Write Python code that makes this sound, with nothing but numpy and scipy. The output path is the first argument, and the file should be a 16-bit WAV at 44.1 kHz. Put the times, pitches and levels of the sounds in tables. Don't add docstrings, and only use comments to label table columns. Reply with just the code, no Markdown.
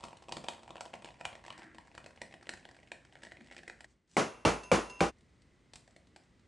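import sys
import numpy as np
from scipy import signal
from scipy.fft import rfft, irfft, next_fast_len
from scipy.io import wavfile

SR = 44100
rng = np.random.default_rng(int(sys.argv[2]) if len(sys.argv) > 2 else 0)


def waveform_to_disk(signal):
    frames = np.transpose(np.atleast_2d(signal))
    scaled = np.clip(frames, -1, 1) * 32767
    samples = np.round(scaled).astype(np.int16)
    wavfile.write(sys.argv[1], SR, samples)


N = 285679

LIFT_S = 3.865
EDIT_S = 5.124


def undb(db):
    return 10 ** (np.asarray(db) / 20)


def seconds(length):
    return np.arange(int(length * SR)) / SR


def fade(t, t60):
    return np.exp(-np.log(1000) * t / t60)


def unit(x):
    return x / np.sqrt(np.sum(x ** 2))


def add(out, s, x):
    i = max(int(s * SR), 0)
    out[i:i + len(x)] += x[:max(len(out) - i, 0)]


def colour(x, points):
    size = 2 * next_fast_len(len(x))
    point_hz, point_db = np.transpose(points)
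    bin_hz = np.arange(size // 2 + 1) * SR / size
    gain_db = np.interp(np.log(bin_hz + 1), np.log(point_hz), point_db)
    cepstrum = irfft(np.log(undb(gain_db)))
    cepstrum[1:size // 2] *= 2
    cepstrum[size // 2 + 1:] = 0
    response = np.exp(rfft(cepstrum))
    return irfft(rfft(x, size) * response)[:len(x)]


def ring(t, modes, detune, scatter_db):
    total = 0
    for k, (hz, db, t60) in enumerate(modes):
        gain = (-1) ** k * undb(db + scatter_db * rng.standard_normal())
        shifted_hz = hz * (1 + detune * rng.standard_normal())
        total = total + gain * fade(t, t60) * np.sin(2 * np.pi * shifted_hz * t)
    return total


def burst(t, t60, rough):
    x = rough * unit(rng.standard_normal(len(t)) * fade(t, t60))
    x[0] += 1
    return x


# (pitch_hz, side_minus_mid_db)
REFLECTION_WIDTH = [(60, -14.5), (200, -14), (600, -9.5), (1100, -3), (2000, -15.5), (3400, -24),
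                    (6200, -22), (10000, 1)]


def diffuse(envelope, points):
    mid = unit(colour(rng.standard_normal(len(envelope)) * envelope, points))
    side = unit(colour(rng.standard_normal(len(envelope)) * envelope, points))
    return mid + colour(side, REFLECTION_WIDTH) * np.array([[1], [-1]])


AIR_DB, LATER_AIR_DB = -65.5, -66.5
DIP_S, DIP_WIDTH_S, DIP_DB = 4.04, 0.11, -11
# (pitch_hz, relative_level_db)
AIR_SPECTRUM = [(15, -36), (25, -17), (59, -2.5), (266, -8.5), (805, -24), (1770, -25.5), (2000, -20.5),
                (2320, -26.5), (9000, -38), (11700, -68.5), (19800, -120)]


def room_tone():
    t = np.arange(N) / SR
    rumble = np.sqrt(N) * diffuse(np.ones(N), AIR_SPECTRUM)
    hum = undb(-8.5) * np.sin(2 * np.pi * 54 * t)
    whine = undb(-20) * np.sin(2 * np.pi * 1976 * t)
    dip_db = DIP_DB * np.exp(-((t - DIP_S) / DIP_WIDTH_S) ** 2)
    level_db = np.where(t < LIFT_S, AIR_DB, LATER_AIR_DB + dip_db)
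    return undb(level_db) * (rumble + hum + whine)


# (start_s, length_s, level_db)
GLOVE_SLIDES = [(3.87, 0.078, -76), (4.069, 0.15, -69)]


def gloves():
    grain = undb(3 * np.repeat(rng.standard_normal(N // 100 + 1), 100)[:N])
    slides = np.zeros(N)
    for s, length, db in GLOVE_SLIDES:
        swell = np.sin(np.pi * seconds(length) / length)
        add(slides, s, undb(db) * swell)
    swish = diffuse(grain, [(200, 0), (3000, 2.5), (8000, 7.0), (11000, -18)])
    return np.sqrt(N) * slides * swish


# (start_s, relative_level_db)
JAR_CLINKS = [(4.634, -1), (4.898, 0.5), (4.994, -5.5)]
# (pitch_hz, relative_level_db, t60_s)
GLASS_MODES = [(1000, 1, .8), (2650, -2, .8), (2738, 1, .8), (5093, -9, .6), (6347, -2, .6), (6450, -4, .3),
               (9819, 2, .45)]


def glass():
    out, t = np.zeros(N), seconds(.6)
    for s, db, *_ in JAR_KNOCKS:
        tone = ring(t, GLASS_MODES, detune=.001, scatter_db=2)
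        add(out, s, undb(db - 56.5) * tone)
    for s, db in JAR_CLINKS:
        tone = ring(t, GLASS_MODES, detune=.001, scatter_db=2)
        soft_tone = colour(tone, [(6500, 2.5), (10000, -13.5)])
        tick = unit(colour(burst(t, t60=0.072, rough=3), SNAP_SPECTRUM))
        add(out, s, undb(db) * (undb(-59.5) * soft_tone + undb(-28.0) * tick))
    echo = diffuse(fade(t, 0.65), [(1000, 0.0015), (10000, 0.0017)])
    return out + undb(-10) * signal.fftconvolve(out[None], echo, axes=1)[:, :N]


# (start_s, level_db, thud_db, boom_db, crack_pitch_hz)
JAR_KNOCKS = [(4.168, -1.5, -21, -10.5, 2190), (4.4509, 0, 1.5, -2.5, 2730), (4.7161, 0.5, -5, 2.5, 2326),
              (5.0063, -4.5, 0.5, 6.5, 2350)]
# (pitch_hz, relative_level_db, t60_s)
TABLE_TOP_MODES = [(175.6, 4.5, 0.17), (226.5, 0.5, 0.25), (336.6, 2, 0.23), (394, -0.5, 0.27),
                   (462.5, 4, 0.26), (505, 11.5, 0.074), (580, 3, 0.16), (790, -2, 0.25), (1013, -10, 0.23),
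                   (1094, -4.5, 0.16)]
# (pitch_hz, relative_level_db, t60_s)
TABLE_FRAME_MODES = [(54.3, -4.5, 0.5), (78.4, -2, 0.19), (110, 3.5, 0.14)]
# (pitch_hz, relative_level_db)
CRACK_SPECTRUM = [(80, -17), (300, -2.5), (700, 3), (1300, -6), (2400, -12), (3200, -16), (7000, -23),
                  (11000, -30.5)]
# (pitch_hz, relative_level_db)
CLATTER_SPECTRUM = [(35, -24), (60, -19), (108, -12), (206, -2), (284, -2.5), (411, -0.5), (954, -5),
                    (1380, -5.5), (1670, -12.5), (2360, -12), (3890, -21), (6530, -20), (10500, -34),
                    (13600, -71), (22000, -120)]


def knocks():
    out, t = np.zeros((2, N)), seconds(.6)
    for s, db, thud_db, boom_db, crack_hz in JAR_KNOCKS:
        crack = unit(colour(burst(t, t60=0.046, rough=3), CRACK_SPECTRUM))
        base = unit(np.sin(2 * np.pi * crack_hz * t) * fade(t, .014))
        swing_up = 1 - fade(t, 0.024)
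        boom = unit(ring(t, TABLE_TOP_MODES, detune=.008, scatter_db=3) * swing_up)
        thud = unit(ring(t, TABLE_FRAME_MODES, detune=.03, scatter_db=1.5) * swing_up)
        direct = undb(4.5) * crack + undb(-3) * base
        direct += undb(5.5 + boom_db) * boom + undb(-3.0 + thud_db) * thud
        dying = fade(np.maximum(t - .03, 0), 0.26) + undb(-19) * fade(t, 0.88)
        envelope = dying * (1 - fade(t, 0.016))
        for channel, clatter in zip(out, diffuse(envelope, CLATTER_SPECTRUM)):
            add(channel, s, undb(db) * (direct + undb(8.5) * clatter))
    return out


def between(modes, share):
    return [(f0 + share * (f1 - f0), d0 + share * (d1 - d0), t60) for f0, f1, t60, d0, d1 in modes]


HOLLOW_DB, HOLLOW_LOSS_DB_PER_S, GENTLE_HOLLOW_DB = 5.5, 4, -5


def hollowness(s):
    return GENTLE_HOLLOW_DB if s > EDIT_S else HOLLOW_DB - HOLLOW_LOSS_DB_PER_S * s


JAR_FULL_S, TIP_BURIED_S = 3.28, 1.6
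# (empty_pitch_hz, full_pitch_hz, t60_s, empty_level_db, full_level_db)
JAR_AIR_MODES = [(374, 260, 0.0032, -7.5, -1.5), (662, 610, 0.0066, 5, 2), (935, 835, 0.012, 4.5, -5.5),
                 (1035, 915, 0.0094, 2, -12.5)]
# (empty_pitch_hz, full_pitch_hz, t60_s, empty_level_db, full_level_db)
NOZZLE_AIR_MODES = [(1440, 1494, 0.011, 0, -3), (1810, 1897, 0.012, -2.5, 5), (2460, 2360, 0.018, 2, -2.5),
                    (3050, 2890, 0.0045, 6.5, 1)]
# (pitch_hz, relative_level_db)
SNAP_SPECTRUM = [(1200, -3), (3000, -0.5), (4500, 2), (6500, -4.5), (8000, -0.5), (11000, -21)]


def pop(s, hollow_db, snap_db, pitch=1):
    t = seconds(0.024)
    jar_modes = between(JAR_AIR_MODES, min(s / JAR_FULL_S, 1) ** 4)
    nozzle_modes = between(NOZZLE_AIR_MODES, min(s / TIP_BURIED_S, 1) ** 2)
    tear = burst(t, t60=.009, rough=.7)
    hollow = ring(t, jar_modes, detune=.05, scatter_db=2)
    nozzle = ring(t * pitch, nozzle_modes, detune=.04, scatter_db=2)
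    hollow = unit(signal.fftconvolve(hollow, tear)[:len(t)])
    nozzle = unit(signal.fftconvolve(nozzle, tear)[:len(t)])
    snap = unit(colour(burst(t, t60=0.028, rough=5.9), SNAP_SPECTRUM))
    return undb(hollow_db + 2.0) * hollow + nozzle + undb(snap_db + 1.0) * snap


FRESH_DB, FRESH_DECAY_S = 9, 1
BUBBLE_OCTAVES, BUBBLE_RANGE_DB = 0.58, 21


def crackle(flow, per_second, gain_db, snap_db):
    out = np.zeros(N)
    times, flow_db = np.transpose(flow)
    span = times[-1] - times[0]
    for when, size, hollow, snap, pitch in rng.random((int(per_second * span), 5)):
        elapsed = when * span
        s = times[0] + elapsed
        db = np.interp(s, times, flow_db) + BUBBLE_RANGE_DB * size ** 2 + gain_db
        hollow_db = hollowness(s) + 8 * (hollow - .5)
        bright_db = snap_db + FRESH_DB * np.exp(-elapsed / FRESH_DECAY_S) + 18 * (snap - .5)
        bubble = pop(s, hollow_db, bright_db, 2 ** (BUBBLE_OCTAVES * (pitch - .5)))
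        add(out, s, undb(db) * bubble)
    return out


# (start_s, level_db, pitch_hz, length_s)
CREAM_SQUELCHES = [(0.32, -29, 144, 0.032), (1.245, -31, 140, 0.035), (1.442, -22, 1774, 0.36),
                   (1.47, -25.5, 284.7, 0.413), (2.4, -40, 370, 0.035), (3.385, -26.5, 240, 0.052)]


def squelches():
    out = np.zeros(N)
    for s, db, hz, length in CREAM_SQUELCHES:
        t = seconds(length)
        band = [(hz / 2, -24), (.8 * hz, -8), (hz, 0), (1.2 * hz, -9), (2 * hz, -28), (10 * hz, -70)]
        smear = colour(rng.standard_normal(len(t)) ** 3, band)
        opened = t / length
        falling = np.interp(t + .025 * opened * (1 - opened), t, smear)
        add(out, s, undb(db) * unit(falling * np.sin(np.pi * opened)))
    return out


USUAL_POP_DB, HOLLOW_LAG = -44.5, 0.36
GENTLE_FLOW_DB = -70.5
# (start_s, relative_level_db, relative_snap_db)
AIR_POCKETS = [(0.0382, -45, 0.5), (0.292, -52, 0), (0.3224, -39, 2.5), (0.3686, -40.5, -2.5),
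               (0.4401, -52, 1), (0.4845, -34.5, 0), (0.7564, -47.5, -12), (0.8079, -40.5, -1),
               (0.9383, -41.5, -10), (1.0455, -46, -3.5), (1.2107, -42, -11), (1.2525, -30, -8),
               (1.3531, -49, -5.5), (1.5041, -40, -18), (1.7835, -47.5, -9.5), (1.978, -41, -9.5),
               (2.0616, -47.5, -3), (2.2164, -37, -6), (2.34, -46, -10.5), (2.47, -47.5, -14),
               (2.4919, -33, -5), (2.5366, -43, -5.5), (2.6529, -46.5, -12.5), (2.6894, -50.5, -9),
               (2.9175, -36, -10), (3.1544, -49, -18), (3.2345, -44.5, -3), (3.25, -47, -6),
               (3.2691, -47, -14), (3.3194, -43, -25), (3.5121, -47.5, -9), (3.5656, -45, -8),
               (3.591, -49, -20), (3.6333, -48.5, -12.5), (3.678, -39.5, -9.5), (3.698, -39.5, -12.5),
               (3.8065, -46.5, -5.5), (3.8438, -46, -7.5), (5.735, -57, 10.5), (5.7569, -55, 9.5),
               (5.877, -60, -1), (5.9633, -53, -4), (6.1617, -51.5, -1)]
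# (start_s, relative_crackle_db)
HARD_FLOW = [(0.0, -67), (0.32, -62.5), (0.43, -60), (1.59, -62.5), (1.99, -64.5), (3.1, -67.5),
             (3.42, -58), (3.68, -62), (3.86, -88)]


def piping():
    gentle_flow = [(EDIT_S, GENTLE_FLOW_DB), (N / SR, GENTLE_FLOW_DB)]
    out = crackle(HARD_FLOW, per_second=110, gain_db=12.0, snap_db=-11)
    out += crackle(gentle_flow, per_second=36, gain_db=-6, snap_db=3)
    for s, db, snap_db in AIR_POCKETS:
        hollow_db = hollowness(s) - HOLLOW_LAG * (db - USUAL_POP_DB)
        add(out, s, undb(db + 19.5) * pop(s, hollow_db, snap_db))
    out += squelches()
    t = seconds(.45)
    room_spectrum = [(50, -16.5), (130, 12.0), (400, 3.0), (1000, 2.5),
                     (2500, -2), (5000, 0), (8000, 0), (11000, 3)]
    room = diffuse(fade(t, 0.35) * (1 - fade(t, 0.011)), room_spectrum)
    return out + undb(-3.5) * signal.fftconvolve(out[None], room, axes=1)[:, :N]


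def scene():
    t = np.arange(N) / SR
    first_squeeze = np.clip((LIFT_S - t) / 0.015, 0, 1)
    knocking = np.clip((EDIT_S - t) / 0.033, 0, 1) ** 2 * (1 - first_squeeze)
    piped = (first_squeeze + (t > EDIT_S)) * piping()
    knocked = knocking * (knocks() + glass() + gloves())
    return piped + knocked + room_tone()


TOP_HZ = 11100


def record(dry):
    thin = signal.sosfilt(signal.butter(3, 38, "high", fs=SR, output="sos"), dry)
    rounded = np.tanh(3 * thin) / 3
    return signal.sosfilt(signal.ellip(10, .2, 70, TOP_HZ, fs=SR, output="sos"), rounded)


dry = scene()
out = record(dry)
waveform_to_disk(out)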